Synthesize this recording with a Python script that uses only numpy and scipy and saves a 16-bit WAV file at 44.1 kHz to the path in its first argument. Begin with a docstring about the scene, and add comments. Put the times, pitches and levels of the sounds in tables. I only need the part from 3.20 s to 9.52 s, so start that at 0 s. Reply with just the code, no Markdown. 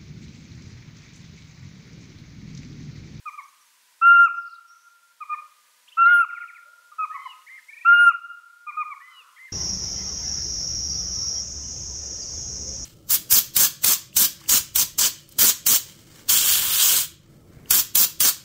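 """Two soft toots over hissing air, then a small owl's long whistle: three whistles, toots before, between, after.
Owl notes are sines on multiples of a pitch curve, with breath noise on the whistles and an echo of the wood.
A far bird mews on harmonics alone; songbirds chirp and trill in gliding sines; shaped noise is the air.
The recorder turns its gain down on loud notes and cuts the top. Table levels are ahead of that gain."""
import sys
import numpy as np
from scipy import signal
from scipy.fft import rfft, irfft
from scipy.io import wavfile
from scipy.ndimage import uniform_filter1d

SR = 44100
rng = np.random.default_rng(int(sys.argv[2]) if len(sys.argv) > 2 else 0)


def unload_audio(sound):
    """Save the sound as a 16-bit wav file, at the path given as the first command line argument."""
    columns = np.transpose(np.atleast_2d(sound))
    # keep every value between -1 and 1, then stretch to whole-number steps
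    steps = np.round(np.clip(columns, -1, 1) * 32767)
    wavfile.write(sys.argv[1], SR, steps.astype(np.int16))


N = 278712

# long whistles: t/s, pitch f/Hz, 1x level/dB, 2x level/dB, throat resonance f/Hz, harmonic on it level/dB
WHISTLES = [
    [(0.812, 1295, -33.5, -63, 10940, -89), (0.828, 1354, -21.5, -38, 11070, -82.5),
     (0.856, 1378, -15.5, -36.5, 11150, -78.5), (0.874, 1389, -14, -39, 11100, -51.5),
     (0.904, 1387, -13.5, -32, 10950, -56.5), (0.942, 1398, -15, -41, 10800, -60),
     (0.972, 1378, -13.5, -33, 10930, -57), (1.0, 1397, -11, -37, 10250, -50),
     (1.032, 1388, -14, -41, 10180, -47.5), (1.052, 1382, -14.5, -35.5, 10200, -53),
     (1.066, 1322, -20, -38, 9920, -79)],
    [(2.768, 1268, -39.5, -64.5, 12200, -90.5), (2.784, 1343, -24, -43.5, 12200, -83),
     (2.822, 1376, -15.5, -36.5, 12200, -82.5), (2.846, 1360, -16.5, -35, 12200, -82.5),
     (2.864, 1389, -13.5, -49, 12200, -79.5), (2.885, 1411, -16.5, -41.5, 12200, -57),
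     (2.92, 1430, -14.5, -42.5, 12000, -64), (2.945, 1407, -14.5, -43, 11350, -44.5),
     (3.0, 1401, -15.5, -46, 11250, -51.5), (3.018, 1355, -19, -40, 11100, -47),
     (3.032, 1329, -23, -43.5, 11080, -62)],
    [(4.647, 1307, -34.5, -58, 11330, -77.5), (4.661, 1359, -21.5, -38, 11300, -87),
     (4.69, 1399, -15, -41.5, 11300, -83.5), (4.718, 1393, -16, -47.5, 11300, -71),
     (4.734, 1416, -12.5, -34.5, 11200, -56), (4.77, 1403, -15.5, -30, 10750, -50),
     (4.798, 1417, -12.5, -31, 10170, -44), (4.84, 1413, -12.5, -32, 10050, -42.5),
     (4.858, 1394, -15, -36.5, 10050, -45), (4.874, 1388, -9.5, -35, 10000, -45),
     (4.89, 1387, -13, -32.5, 9900, -47), (4.903, 1313, -21.5, -40, 9700, -58.5)],
]
# closing drop: t after last row/s, pitch f/Hz, level change/dB
WHISTLE_DROP = [(0.013, 1234, -6), (.024, 894, -24)]
# 5x harmonic of each whistle: start level/dB, level near the end/dB
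FIFTH = [(-76, -59.5), (-79, -69), (-80.5, -57.5)]
# breath, strongest as the note catches: t from start/s, level/dB
BREATH = [(0, -73), (.012, -57.5), (.035, -59), (.055, -74), (.25, -70.5), (.28, -88)]
# breath band edges: f/Hz, f/Hz
BREATH_HZ = (710, 2530)
THIRD_DB = -77
FOURTH_RE_FIFTH_DB, SIXTH_RE_FIFTH_DB = -3, -9.5
GROWTH_POWER = 2.2
WEAK_FADE = 3.5   # dB lost by weak harmonics per dB lost by 1x
SECOND_DROP_SHARE = 0.67   # 2x loses less in the drop
RESONANCE_SLOPE_DB_PER_KHZ = 18
HALF_LINE_FULL_DB = -44


def whistles():
    """Harmonics 4 to 6 grow through the note; 7 to 8.5 fall off either side of a throat resonance."""
    multiples = [1, 1.5, 2, 3, 4, 5, 6, 7, 8, 8.5]
    out = 0
    for rows, (fifth_start_db, fifth_end_db) in zip(WHISTLES, FIFTH):
        end_s, _, end_db, end_second_db, end_top_hz, end_top_db = rows[-1]
        drop = [(end_s + s, hz, end_db + db, end_second_db + SECOND_DROP_SHARE * db,
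                 end_top_hz, end_top_db + 2 * db) for s, hz, db in WHISTLE_DROP]
        at, *columns = np.transpose(list(rows) + drop)
        s = np.arange(at[0], at[-1], .002)
        hz, first_db, second_db, top_hz, top_db = (np.interp(s, at, c) for c in columns)

        fade_db = WEAK_FADE * np.minimum(first_db - np.median(first_db) + 2.5, 0)
        along = np.clip((s - at[0]) / (rows[-2][0] - at[0]), 0, 1)
        growth_db = (fifth_end_db - fifth_start_db) * along ** GROWTH_POWER
        fifth_db = fifth_start_db + growth_db + fade_db
        half_db = half_line_db(s)

        high_db = []
        for k in (7, 8, 8.5):
            offset_khz = np.abs(k * hz - top_hz) / 1000
            high_db.append(top_db - RESONANCE_SLOPE_DB_PER_KHZ * offset_khz)
        high_db[2] = high_db[2] + half_db - HALF_LINE_FULL_DB   # 8.5x follows the period doubling

        levels = [first_db, half_db + fade_db / 2, second_db, THIRD_DB + fade_db,
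                  fifth_db + FOURTH_RE_FIFTH_DB, fifth_db, fifth_db + SIXTH_RE_FIFTH_DB, *high_db]
        out = out + sing(np.transpose([s, hz, *levels]), multiples, rough_db=-38)
        out = out + noise_band(BREATH, *BREATH_HZ, start_s=at[0])
    return out


# period doublings: start t/s, length/s, 1.5x level/dB
DOUBLINGS = [(.85, 0.038, -54), (.92, 0.033, -53), (.972, 0.042, -53.5), (2.85, 0.095, -45),
             (2.955, 0.043, -61.5), (4.68, .07, -55.5), (4.78, 0.037, -55.5), (4.845, .035, -62.5)]
DOUBLING_REST_DB = -74


def half_line_db(s):
    """Level of the 1.5x line: the voice briefly doubles its period and half lines swell and fade."""
    swells = 0
    for start_s, length_s, db in DOUBLINGS:
        swells = swells + amp(db) * np.sin(np.pi * np.clip((s - start_s) / length_s, 0, 1))
    return 20 * np.log10(swells + amp(DOUBLING_REST_DB))


# toots: start t/s, length/s, first f/Hz, last held f/Hz, early level/dB, late level/dB, 2x level/dB
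TOOTS = [ (0.053, 0.055, 1255, 1193, -37, -38, -42.5), (.171, 0.045, 1211, 1104, -40.5, -41, -44.5),
         (2.002, 0.047, 1252, 1212, -36, -36, -44.5), (2.091, 0.068, 1208, 1224, -33, -29, -38.5),
         (3.713, 0.041, 1223, 1224, -45, -55.5, -75), (3.781, 0.081, 1284, 1251, -30.5, -26, -40),
         (3.937, 0.05, 1138, 1081, -36.5, -38, -46), (4.045, .04, 1086, 1045, -42, -36.5, -43),
         (5.463, 0.056, 1218, 1207, -33.5, -34, -36), (5.565, 0.077, 1244, 1216, -26, -27, -34),
         (5.693, 0.055, 1200, 1128, -41, -35.5, -39), ]
# closing drop: t before end/s, share of held pitch, level change/dB, 2x level change/dB
TOOT_DROP = [(.013, .95, -6, -10.5), (0.002, 0.73, -23.5, -19.5)]
TOOT_ATTACK_S, TOOT_ATTACK_DB, TOOT_SECOND_LAG_DB = .011, -14.5, -10.5
TOOT_HOLD_ENDS_S = .021   # before the end


def toots():
    """Short soft notes: quick attack, a gliding hold in which 2x grows, a closing drop."""
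    out = 0
    for start_s, length_s, first_hz, last_hz, early_db, late_db, second_db in TOOTS:
        end_s = start_s + length_s
        lagging_db = second_db + TOOT_SECOND_LAG_DB
        rows = [(start_s, first_hz, early_db + TOOT_ATTACK_DB, lagging_db + 2 * TOOT_ATTACK_DB),
                (start_s + TOOT_ATTACK_S, first_hz, early_db, lagging_db),
                (end_s - TOOT_HOLD_ENDS_S, last_hz, late_db, second_db)]
        for before_s, share, db, upper_db in TOOT_DROP:
            rows.append((end_s - before_s, last_hz * share, late_db + db, second_db + upper_db))
        with_third = [(*row, row[3] - 37) for row in rows]
        out = out + sing(with_third, [1, 2, 3], rough_db=-28)
    return out


# mew shapes: t from start/s, pitch f/Hz, 2x level/dB, 3x level/dB, 4x level/dB
LONG_MEW = [(0, 836, -58, -81, -84), (.03, 974, -52, -72, -88), (.08, 1016, -49.5, -75, -90),
            (.125, 1038, -54, -67, -77), (.165, 993, -61.5, -59.5, -71.5), (.205, 966, -87.5, -49, -78),
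            (.238, 802, -80.5, -63.5, -93)]
SHORT_MEW = [(0, 861, -55, -87, -91), (.02, 1013, -50, -86.5, -88), (.05, 1044, -49, -87.5, -90.5),
             (.086, 1056, -47.5, -81.5, -85), (.1, 1005, -49.5, -77.5, -87.5), (.117, 752, -61.5, -92, -87)]
# calls: start t/s, stretch, time-warp power, pitch factor, level change/dB
LONG_MEWS = [(3.908, 0.99, .95, 1.002, 0), (5.8, .97, 1.2, .995, -0.2)]
SHORT_MEWS = [(4.283, .98, 1.02, 1.005, 0.55), (6.178, 1.02, 1.02, .995, -0.79)]


def mews():
    """Far mews of two shapes, sung on 2x to 5x without the fundamental; a faint 5x follows 4x."""
    out = 0
    for shape, calls in ((LONG_MEW, LONG_MEWS), (SHORT_MEW, SHORT_MEWS)):
        length_s = shape[-1][0]
        for start_s, stretch, power, factor, db in calls:
            rows = []
            for s, hz, second_db, third_db, fourth_db in shape:
                t = start_s + stretch * length_s * (s / length_s) ** power
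                rows.append((t, factor * hz, second_db + db, third_db + db, fourth_db + db, fourth_db + db - 5))
            out = out + sing(rows, [2, 3, 4, 5], rough_db=-15)
    return out


# falling note: t from start/s, f/Hz, level/dB
FALL_SHAPE = [(0, 3300, -70), (.007, 2600, -56), (.026, 2250, -47), (0.036, 1950, -52.5),
              (.046, 1600, -56.5)]
# its repeats: start t/s, stretch, level change/dB
FALLS = [(3.084, 0.74, -1), (3.139, 1.12, 2), (3.203, 0.86, 2), (3.272, 0.89, 1), (3.341, 0.99, -1.5)]
# V notes: turn t/s, start f/Hz, turn f/Hz, end f/Hz, fall/s, rise/s, level at turn/dB
VEES = [(.089, 6500, 5500, 6050, 0.011, 0.011, -64.5), (.239, 6300, 5620, 6200, 0.011, 0.0094, -62.5),
        (.421, 6300, 5540, 5950, 0.014, 0.011, -67.5), (1.228, 6000, 4700, 5900, 0.022, 0.013, -62),
        (1.28, 5900, 4358, 5560, 0.019, .013, -60), (1.32, 6000, 3993, 5800, 0.021, 0.016, -57.5),
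        (1.355, 5900, 3670, 5240, 0.018, 0.011, -58)]


def phrases():
    """A repeated steep falling note, and V notes whose pitch falls, turns and rises."""
    out = 0
    for start_s, stretch, change_db in FALLS:
        rows = [(start_s + stretch * s, hz, db + change_db) for s, hz, db in FALL_SHAPE]
        out = out + sing(rows, [1], rough_db=-23)
    for turn_s, start_hz, turn_hz, end_hz, fall_s, rise_s, db in VEES:
        rows = [(turn_s - fall_s, start_hz, db - 8.0), (turn_s, turn_hz, db), (turn_s + rise_s, end_hz, db - 11)]
        out = out + sing(rows, [1], rough_db=-9)
    return out


# rough falling buzz: t/s, f/Hz, level/dB
BUZZ = [(2.888, 3554, -68), (2.91, 3420, -59), (2.96, 3160, -55.5), (3.0, 2515, -51), (3.03, 2040, -67)]
# gliding notes, mostly songbirds: start t/s, length/s, first f/Hz, middle f/Hz, last f/Hz, peak level/dB
CHIRPS = [ (0.105, 0.059, 6470, 6250, 6130, -69.5), (0.274, 0.028, 6470, 6430, 6230, -66.5),
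          (0.45, 0.037, 6230, 6400, 5900, -70), (1.122, 0.12, 5470, 5140, 5730, -67.5),
          (1.154, 0.041, 6440, 5952, 6020, -64.5), (1.252, 0.014, 5300, 4440, 3800, -61),
          (1.29, 0.015, 4861, 4230, 3750, -59), (1.331, 0.015, 4720, 4100, 3500, -62),
          (1.467, 0.068, 5710, 5580, 5850, -59), (2.122, 0.038, 1855, 1800, 1760, -53),
          (2.212, 0.019, 560, 582, 550, -70), (2.674, 0.026, 2030, 3183, 3686, -53),
          (2.715, 0.026, 2474, 2910, 3300, -51.5), (2.802, 0.011, 3500, 3780, 4160, -62),
          (2.85, 0.023, 3175, 4040, 3950, -50), (3.441, 0.066, 570, 595, 645, -69),
          (4.263, 0.028, 1770, 2150, 2400, -48), (5.992, 0.06, 3500, 3495, 3380, -68),
          (6.004, 0.018, 493, 498, 510, -70), (6.143, 0.053, 3190, 3230, 3100, -67),
          (6.16, .026, 1950, 2090, 2430, -50.5), ]
# trills: start t/s, end t/s, rate/(notes/s), note length/s, timing spread/s
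TRILL_TIMING = [ (4.482, 4.92, 24.4, .028, 0), (4.5, 4.92, 24.4, .032, 0), (1.522, 1.72, 64.0, .014, .002),
                (1.48, 1.72, 64.0, .014, .003), ]
# their notes: first f/Hz, middle f/Hz, last f/Hz, climb/Hz, first peak level/dB, last peak level/dB
TRILL_NOTES = [ (2070, 2230, 2480, 320, -44, -49), (1860, 1790, 1720, 190, -55.5, -52),
               (6530, 5850, 5400, 170, -61, -69), (4880, 5700, 6500, 140, -65, -68.5), ]


def songbirds():
    """A buzz, single chirps, and trills that repeat one chirp, climbing fast at first."""
    out = sing(BUZZ, [1], rough_db=3.0, rough_hz=250)
    for chirp in CHIRPS:
        add_chirp(out, *chirp)
    for timing, notes in zip(TRILL_TIMING, TRILL_NOTES):
        start_s, end_s, notes_per_s, length_s, spread_s = timing
        *hz, climb_hz, first_db, last_db = notes
        for s in np.arange(start_s, end_s, 1 / notes_per_s):
            along = (s - start_s) / (end_s - start_s)
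            note_s = s + spread_s * rng.standard_normal()
            note_hz = np.array(hz) + climb_hz * np.sqrt(along)
            add_chirp(out, note_s, length_s, *note_hz, first_db + (last_db - first_db) * along)
    return out


def add_chirp(out, start_s, length_s, first_hz, middle_hz, last_hz, db):
    """A sine gliding on a parabola through three pitches under a half-sine envelope."""
    u = np.arange(int(length_s * SR)) / (length_s * SR)
    hz = np.polyval(np.polyfit([0, .5, 1], [first_hz, middle_hz, last_hz], 2), u)
    i = int(start_s * SR)
    out[i:i + len(u)] += amp(db) * np.sin(np.pi * u) * np.sin(2 * np.pi * np.cumsum(hz) / SR)


# echo of the whistles: band top f/Hz, t60/s, level/dB
WOOD = [(1070, 0.72, -12.5), (1710, 1.446, -19), (2498, 0.27, -11.5), (3456, 0.78, -16), (8100, .4, -19)]
# echo of the soft sounds: band top f/Hz, t60/s, level/dB
WOOD_SOFT = [(1190, 0.4, -11.5), (1800, 0.99, -14.5), (3100, 0.45, -16), (8000, 1, -16.5)]
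NEAR_TRUNKS_T60_S = 0.16


def wood(x, bands, near_db):
    """Near trunks give a quick dense scatter, the deep wood a slower tail with its own decay per band."""
    t = np.arange(2 * SR) / SR
    near = amp(-60 * t / NEAR_TRUNKS_T60_S) * np.clip(t / .006, 0, 1)
    near = near / np.sqrt(np.sum(near ** 2))
    tail, low_hz = 0, 200
    for top_hz, t60_s, db in bands:
        sos = signal.butter(2, [low_hz, top_hz], "band", fs=SR, output="sos")
        band = signal.sosfilt(sos, rng.standard_normal(len(t)))
        deep = amp(-60 * t / t60_s) * np.clip(t / 0.067, 0, 1)
        decay = deep / np.sqrt(np.sum(deep ** 2)) + amp(near_db) * near
        tail = tail + amp(db) * band * decay
        low_hz = top_hz
    return signal.fftconvolve(x, tail)[:N]


# hiss spectrum before scaling to AIR_DB: f/Hz, relative level/dB per Hz
AIR = [(24, -58.5), (40, -27.5), (188, -28.5), (213, -17), (351, -17), (608, -13), (725, -16.5), (1000, 6),
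       (1160, -10.5), (1490, 0.5), (4270, -2.5), (9730, -4), (15600, -10.5)]
# faint low noise that comes and goes: t/s, level/dB
MURMUR = [(0.0, -96), (0.76, -94), (1.11, -94.5), (1.78, -88.5), (2.64, -88.5), (3.08, -85), (3.33, -92),
          (3.47, -78), (3.66, -83), (4.35, -90), (4.56, -89), (5.1, -86), (5.75, -103), (6.1, -93),
          (6.32, -89)]
# its band edges: f/Hz, f/Hz
MURMUR_HZ = (467, 697)
# soft rush of noise under the late mews: t/s, level/dB
RUSH = [(5.75, -92), (5.9, -58.5), (6.05, -58.5), (6.25, -70.5)]
# its band edges: f/Hz, f/Hz
RUSH_HZ = (1007.4, 1450)
AIR_DB = -65.5
HUM_HZ, HUM_DB = 224, -100


def air():
    """Spectrally shaped hiss, a faint wavering sine hum, a low band of noise and a soft rush."""
    hz = np.maximum(np.arange(N // 2 + 1) * SR / N, 1)
    air_hz, air_db = np.transpose(AIR)
    colour = amp(np.interp(np.log(hz), np.log(air_hz), air_db))
    hiss = rms_one(irfft(rfft(rng.standard_normal(N)) * colour, N))
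    hum = amp(HUM_DB) * np.sin(2 * np.pi * HUM_HZ * np.arange(N) / SR)
    hum = hum * (1 + 0.21 * drift(8, size=N))
    far = noise_band(MURMUR, *MURMUR_HZ) + noise_band(RUSH, *RUSH_HZ)
    return amp(AIR_DB + 0.1 * drift(2.6, size=N)) * hiss + hum + far


def sing(rows, multiples, rough_db, rough_hz=250):
    """One note: sines on multiples of a pitch curve, each with its rms level column."""
    s, hz, *levels = np.transpose(rows)
    at = np.arange(int(s[0] * SR), min(int(s[-1] * SR), N))
    t = at / SR

    def smooth(column):
        """Sampled curve with rounded corners."""
        return uniform_filter1d(np.interp(t, s, column), size=160, mode="nearest")

    phase = 2 * np.pi * np.cumsum(smooth(hz)) / SR
    edge = np.sin(np.pi / 2 * np.clip(np.minimum(t - t[0], t[-1] - t) / .006, 0, 1)) ** 2
    sos = signal.butter(4, rough_hz, fs=SR, output="sos")
    unsteady = signal.sosfilt(sos, rng.standard_normal(len(t)))
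    flutter = 1 + amp(rough_db) * rms_one(unsteady)   # unsteady airflow: a haze round each line
    lines = sum(amp(smooth(db)) * np.sin(k * phase) for k, db in zip(multiples, levels))
    out = np.zeros(N)
    out[at] = np.sqrt(2) * edge * flutter * lines
    return out


def noise_band(rows, low_hz, high_hz, start_s=0):
    """Noise between two band edges on a level curve; silent outside the curve."""
    s, db = np.transpose(rows)
    sos = signal.butter(5, [low_hz, high_hz], "band", fs=SR, output="sos")
    band = rms_one(signal.sosfilt(sos, rng.standard_normal(N)))
    return amp(np.interp(np.arange(N) / SR - start_s, s, db, left=-200, right=-200)) * band


def drift(rate_hz, size):
    """Slow random curve of rms 1: noise through two equal low-pass poles."""
    r = np.exp(-2 * np.pi * rate_hz / SR)
    noise = rng.standard_normal(size + 4000)
    return rms_one(signal.lfilter([1], [1, -2 * r, r * r], noise)[4000:])


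def rms_one(x):
    """Scale to rms 1."""
    return x / np.sqrt(np.mean(x ** 2) + 1e-20)


def amp(db):
    """dB to gain."""
    return 10 ** (np.asarray(db) / 20)


ECHO_WAVER_DB, ECHO_WAVER_HZ = 2.1, 15


def scene():
    """Owl and other birds with the wood's echo, which moving air makes swell and sink, over the air."""
    loud = whistles()
    soft = toots() + mews() + phrases() + songbirds()
    echo = wood(loud, WOOD, near_db=0.0) + wood(soft, WOOD_SOFT, near_db=3.5)
    waver = amp(ECHO_WAVER_DB * drift(ECHO_WAVER_HZ, size=N))
    return (loud + soft + waver * echo + air())[None]


CUTOFF_HZ = 15720


def record(dry, start_db=-26, ratio=0.44, attack_s=0.07, release_db_per_s=5.0, lift_db=6.0):
    """Gain control: sinks soon above a threshold, climbs back slowly; then a steep low-pass."""
    t = np.arange(N) / SR
    level_db = 10 * np.log10(uniform_filter1d(dry[0] ** 2, size=800) + 1e-12)
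    cut_db = ratio * np.maximum(level_db - start_db, 0)
    held_db = np.maximum.accumulate(cut_db + release_db_per_s * t) - release_db_per_s * t
    r = np.exp(-1 / (attack_s * SR))
    gain = amp(lift_db - signal.lfilter([1 - r], [1, -r], held_db))
    low_pass = signal.ellip(14, .5, 70, CUTOFF_HZ, fs=SR, output="sos")
    return signal.sosfilt(low_pass, dry * gain)


dry = scene()
out = record(dry)
unload_audio(out)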